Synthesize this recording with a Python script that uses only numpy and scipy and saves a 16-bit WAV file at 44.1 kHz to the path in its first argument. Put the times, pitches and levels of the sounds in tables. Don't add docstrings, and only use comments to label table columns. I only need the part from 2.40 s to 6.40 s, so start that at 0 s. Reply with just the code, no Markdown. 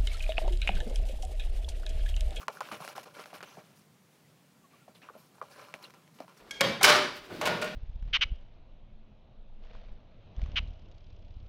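import sys
import numpy as np
from scipy import signal
from scipy.fft import rfft, irfft
from scipy.io import wavfile
from scipy.ndimage import uniform_filter1d

SR = 44100
rng = np.random.default_rng(int(sys.argv[2]) if len(sys.argv) > 2 else 0)


def to_wav(sig):
    pcm = np.clip(np.atleast_2d(sig), -1, 1) * 32767
    pcm = np.round(pcm).astype(np.int16)
    wavfile.write(sys.argv[1], SR, pcm.T)


def volts_from_db(level):
    exponent = np.asarray(level, float) / 20
    return 10 ** exponent


N = 176400

# pitch_hz [Hz], level_db [dB], t60_s [s]
TUB_MODES = [(462, -10.5, 0.18), (625.7, 7, 0.099), (834, 5, 0.065), (1070, 6.5, 0.068), (1219, 8, 0.043),
             (1421, 9.5, 0.046), (1680, -2.5, 0.053), (2425, 5, 0.029), (2950, 4, 0.012), (4285, 4, 0.011),
             (5550, 3, 0.0067)]


def evened(x):
    return x / np.sqrt(np.mean(x ** 2) + 1e-20)


def colour(x, points):
    hz, db = np.transpose(points)
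    bins_hz = np.fft.rfftfreq(len(x), 1 / SR)
    gain_db = np.interp(np.log(bins_hz + 1), np.log(hz), db)
    return irfft(rfft(x) * volts_from_db(gain_db), len(x))


def above(x, hz):
    return signal.sosfilt(signal.butter(3, hz, "high", fs=SR, output="sos"), x)


def add(mix, start_s, sound):
    part = mix[round(start_s * SR):][:len(sound)]
    part += sound[:len(part)]


def patchy(x, depth_db, count, size):
    z = signal.stft(x, SR, nperseg=512, noverlap=384)[2]
    field = uniform_filter1d(rng.standard_normal(z.shape), size=count, axis=0)
    field = uniform_filter1d(field, size=size, axis=1)
    gain = evened(volts_from_db(depth_db * evened(field)))
    return signal.istft(z * gain, SR, nperseg=512, noverlap=384)[1][:len(x)]


def wall(weights_db, detune, damp):
    t = np.arange(5000)[:, None] / SR
    hz, db, t60 = np.transpose(TUB_MODES)
    decay = volts_from_db(db + weights_db - 60 * damp * t / t60)
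    return (decay * np.sin(2 * np.pi * hz * detune * t)).sum(axis=1)


def knock(start_s, peak_db, spot_hz, crack_db, dry_db=0):
    t = np.arange(5000) / SR
    noise, rattle_noise = rng.standard_normal((2, len(t)))
    attack = np.minimum(t * spot_hz / 1.5, 1)
    decay = volts_from_db(5.5 - 60 * t * spot_hz / 10)
    blow = attack * decay * np.sin(2 * np.pi * spot_hz * t)

    hz = np.transpose(TUB_MODES)[0]
    reach_oct = 0.71
    weights_db = -6 * (np.log2(hz / spot_hz) / reach_oct) ** 2
    ring = wall(weights_db, rng.uniform(0.935, 1.06, len(hz)), 0.54)
    ring = ring / abs(ring).max()

    rattle_t60_s, crack_t60_s = 0.083, 0.013
    rattle = evened(signal.fftconvolve(rattle_noise, ring[:700], "same"))
    rattle = rattle * volts_from_db(-60 * t / rattle_t60_s) * np.minimum(t / 0.0018, 1)

    click = 9 * (np.arange(len(t)) == 20)
    crack = evened(colour(noise + click, [(1500, 12.5), (3000, 3.5), (6000, 0), (15000, -22.5)]))
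    crack = crack * volts_from_db(crack_db + 7.5 - 60 * t / crack_t60_s)

    sound = 1.09 * blow + volts_from_db(-16.5) * ring + volts_from_db(-16 + dry_db) * rattle + crack
    lag_s = 0.001015
    floor_hz = min(0.42 * spot_hz, 450)
    return start_s + lag_s, volts_from_db(peak_db) * above(sound, floor_hz)


def grit(per_s, spread_db):
    size = volts_from_db(spread_db * np.minimum(rng.exponential(1, N), 4)) * rng.standard_normal(N)
    return size * (rng.random(N) < per_s / SR)


def shuffles():
    # start_s [s], length_s
    # [s], drag_db [dB], sand_db [dB], feathers_db [dB]
    strokes = [(0, 0.042, -52, -55.5, -56), (0.081, 0.03, -47, -55.5, -66), (0.108, 0.1, -55.5, -61, -61),
               (0.205, 0.055, -50, -52, -59.5), (0.248, 0.1, -55, -54, -60.5),
               (0.313, 0.058, -44, -45.5, -56.5), (.362, .045, -58, -62, -64),
               (0.396, 0.075, -47.5, -57, -59), (.435, 0.065, -61, -62, -55),
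               (0.476, 0.062, -47, -54, -57.5), (0.55, 0.075, -47.5, -53.5, -56.5),
               (0.629, .018, -74, -54.5, -54), (0.652, 0.04, -51.5, -61.5, -66.5),
               (.69, .055, -66, -68, -72), (0.735, 0.094, -52, -59.5, -64.5), (0.781, 0.077, -57, -54, -63),
               (0.855, 0.037, -55, -66, -63), (0.88, 0.1, -59, -63, -70), (0.933, 0.063, -52, -54, -59),
               (1.008, 0.012, -75, -52.5, -66), (1.026, 0.024, -48, -48.5, -60),
               (1.039, .18, -60.5, -59, -66.5), (1.179, 0.041, -56.5, -77, -85),
               (1.217, 0.17, -71.5, -68, -72), (1.354, 0.09, -78, -76, -68),
               (1.68, 0.37, -87, -74.5, -77.5), (2.3, 0.14, -73, -71, -76), (2.477, 0.039, -61, -97, -77),
              (2.545, 0.045, -70, -64, -67), (2.61, 0.09, -62, -59, -78), (2.728, 0.069, -62, -70, -75),
              (2.774, 0.12, -68, -83, -68), (2.929, 0.099, -65, -88, -73), (3.015, 0.12, -61.5, -69, -74),
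              (3.098, 0.079, -63, -67.5, -65.5), (3.13, 0.39, -57, -66.5, -70.5), (3.17, .1, -58, -66, -76),
              (3.339, 0.022, -62, -54, -63), (3.422, 0.028, -62, -63, -61), (3.436, .05, -70, -60.5, -72),
              (3.497, 0.015, -59.5, -69, -68), (3.537, .012, -66, -76, -64), (3.53, 0.12, -64, -73, -84),
              (3.675, 0.02, -68, -72, -74), (3.74, 0.05, -68, -70, -67), (3.785, .02, -62, -60, -70),
              (3.798, 0.051, -53.5, -65, -69), (3.873, 0.095, -63, -66, -74),
              (3.963, .06, -60.5, -64.5, -65.5)]
    # pitch_hz [Hz], level_db [dB]
    sand_spectrum = [(800, 5), (1800, 4), (2700, 7), (4200, -3), (6000, -10.5), (7000, -24), (12000, -31)]
    # pitch_hz [Hz], level_db [dB]
    feather_spectrum = [(2000, -14), (5000, -1), (8000, -8.5), (10500, -5), (16000, -12.5)]

    rise, stop, sag_db = 0.17, 0.27, -10.5
    effort = np.zeros((3, N))
    for start_s, length_s, *levels_db in strokes:
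        u = np.arange(0, 1, 1 / (1.115 * length_s * SR + 9))
        shape = np.minimum(u / rise, 1) * np.minimum((1 - u) / stop, 1) * volts_from_db(sag_db * u)
        for k in range(3):
            add(effort[k], start_s, 1.347 * volts_from_db(levels_db[k]) * shape)
    keep = np.exp(-1 / (0.045 * SR))
    effort = effort + volts_from_db(-18) * signal.lfilter([1 - keep], [1, -keep], effort)

    tick = wall(1.45 * np.log2(np.transpose(TUB_MODES)[0] / 900), 0.96, 2.1)
    tick = tick / np.linalg.norm(tick)
    drag = signal.oaconvolve(effort[0] * evened(grit(4000, 3.3)), tick)[:N]
    scrape = patchy(above(drag, 340), 2.6, count=4, size=4)

    sand, plume = grit(7000, 2.5), grit(12000, 1.4)
    toss = colour(effort[1] * sand, sand_spectrum) / colour(sand, sand_spectrum).std()
    brush = colour(effort[2] * plume, feather_spectrum) / colour(plume, feather_spectrum).std()
    return scrape + patchy(toss + brush, 3.0, count=24, size=3)


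def swish(start_s, length_s, level_db, from_hz, to_hz, width=.42):
    u = np.arange(0, 1, 1 / (length_s * SR))
    r = np.exp(-np.pi * width * min(to_hz, 5000) / SR)
    noise = rng.standard_normal((len(u), 2)) @ [1, 1j]
    band = signal.lfilter([1], [1, -2 * r, r * r], noise)
    glide = np.exp(2j * np.pi * np.cumsum(from_hz + (to_hz - from_hz) * u) / SR)
    swell = np.sin(np.pi * u ** 0.39)
    return start_s, 1.62 * volts_from_db(level_db) * swell * evened((band * glide).real)


def coo(start_s, length_s, level_db, pitch_hz):
    u = np.arange(0, 1, 1 / (length_s * SR))
    phase = 2 * np.pi * np.cumsum(pitch_hz * (1 + 0.1 * (.5 - u))) / SR
    return start_s, volts_from_db(level_db + 0.5) * np.sin(np.pi * u) * np.sin(phase)


def yard():
    # pitch_hz [Hz], level_db [dB per Hz]
    yard_spectrum = [(15, -36), (55, -38), (97, -15.5), (157, -2.5), (317, -14), (344, -14.5), (1070, -21),
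                     (1400, -22.5), (16000, -35)]
    air = patchy(rng.standard_normal(N), 0.9, count=8, size=12)
    return volts_from_db(-63) * evened(colour(air, yard_spectrum))


def scene():
    # start_s [s], peak_db [dB], spot_hz [Hz], crack_db [dB against the blow]
    knocks = [(.084, -33, 620, -35), (.093, -37, 520, -35), (.214, -38, 600, -35), (.322, -34, 800, -25),
              (.68, -44, 1050, -30), (.795, -37, 1250, -22), (.809, -40, 1150, -22), (1.173, -43, 380, -35),
              (2.4875, -47, 560, -33), (2.6965, -38, 1150, -32), (2.762, -42, 600, -35),
              (3.017, -39, 480, -40), (3.197, -43, 1000, -22), (3.814, -38, 600, -35),
              (.015, -40, 1100, -28), (.029, -36, 1150, -25), (.101, -38, 800, -25), (.2055, -27, 900, -14),
              (.497, -39, 800, -25), (.666, -44, 450, -30), (.944, -38, 1300, -25), (2.981, -46, 900, -25),
              (3.343, -41, 600, -30), (3.843, -49, 700, -30), (0.081, -20.5, 1026, -16),
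              (0.17, -35, 1360, -25), (0.2095, -23, 1070, -24), (0.287, -37, 1330, -19),
              (0.314, -26, 1167, -32), (0.402, -34.5, 745, -29), (0.421, -32.5, 1070, -21),
              (0.5535, -40, 1370, -29), (0.579, -29, 790, -20), (0.791, -40, 424, -23),
              (0.9295, -36, 700, -22), (1.005, -34, 1500, -21), (1.17, -37.5, 710, -33),
              (1.182, -41.5, 714, -29), (2.479, -41.5, 700, -30), (2.687, -34, 1180, -38),
              (2.701, -44, 480, -32), (2.751, -41, 600, -33), (3.014, -24, 1143, -37),
              (3.025, -38, 560, -40), (3.803, -27.5, 640, -32), (3.879, -45, 980, -19)]
    snaps = [(.4765, -35.5, 1350, -8), (.838, -45, 2440, -10), (.6315, -50, 3300, -12),
             (.404, -42, 165, -35), (2.755, -49, 230, -35), (2.49, -51, 230, -35), (3.5045, -50, 2090, -10),
             (3.5375, -52, 2070, -10), (3.6765, -59, 3300, -6), (.318, -39, 240, -30),
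             (1.172, -46, 165, -32), (3.802, -41, 294, -13.5), (.857, -40.5, 1200, -10.5),
             (1.027, -32.5, 1260, -14), (3.339, -26.5, 2330, -18), (.317, -36, 2400, -14),
             (.346, -42, 2600, -8), (.448, -44, 2500, -4), (3.025, -46, 1200, -14)]
    # start_s [s], length_s [s], level_db [dB], pitch_hz [Hz]
    coos = [
        (2.235, 0.033, -59, 1115),
        (2.331, 0.022, -57, 1160),
        (1.84, .03, -72, 2000),
        (2.4, .042, -66, 1400),
        (2.105, .035, -78, 5750),
    ]
    # start_s [s], length_s [s], level_db [dB], from_hz [Hz], to_hz [Hz]
    swishes = [
        (3.44, .03, -62, 4200, 3200),
        (2.775, 0.069, -73, 12500, 12700),
        (2.616, 0.03, -64, 1800, 2800),
        (2.3, 0.22, -76, 2200, 2700),
        (.935, 0.034, -61, 2200, 2900),
        (2.548, 0.03, -66, 4000, 3000),
        (3.12, .21, -66, 1500, 1700),
    ]
    squeaks = [
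        (3.439, .011, -52, 4250, 4000),
        (3.447, .021, -56, 2800, 2850),
        (1.05, .175, -72, 6150, 6000),
        (2.63, .025, -62, 2700, 2500),
    ]

    birds = shuffles()
    for row in knocks:
        add(birds, *knock(*row))
    for row in snaps:
        add(birds, *knock(*row, dry_db=-12))
    for row in coos:
        add(birds, *coo(*row))
    for row in swishes:
        add(birds, *swish(*row))
    for row in squeaks:
        add(birds, *swish(*row, width=.1))
    return (above(birds, 120) + yard())[None]


def roll_off(x):
    return signal.sosfilt(signal.butter(12, 16530, fs=SR, output="sos"), x)


def record(dry):
    level_db = 10 * np.log10(abs(uniform_filter1d(dry ** 2, size=200)) + 1e-12)
    jump_db = np.maximum(np.roll(level_db, -300, axis=1) - level_db - 12, 0)
    treble = dry - uniform_filter1d(dry, size=9)
    thinned = dry - treble * (1 - volts_from_db(-.7 * uniform_filter1d(jump_db, size=100)))
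    edge = signal.firwin(601, 15850, window=("kaiser", 9), fs=SR)
    mix = signal.oaconvolve(thinned, edge[None], "same")
    return roll_off(mix)


dry = scene()
out = record(dry)
to_wav(out)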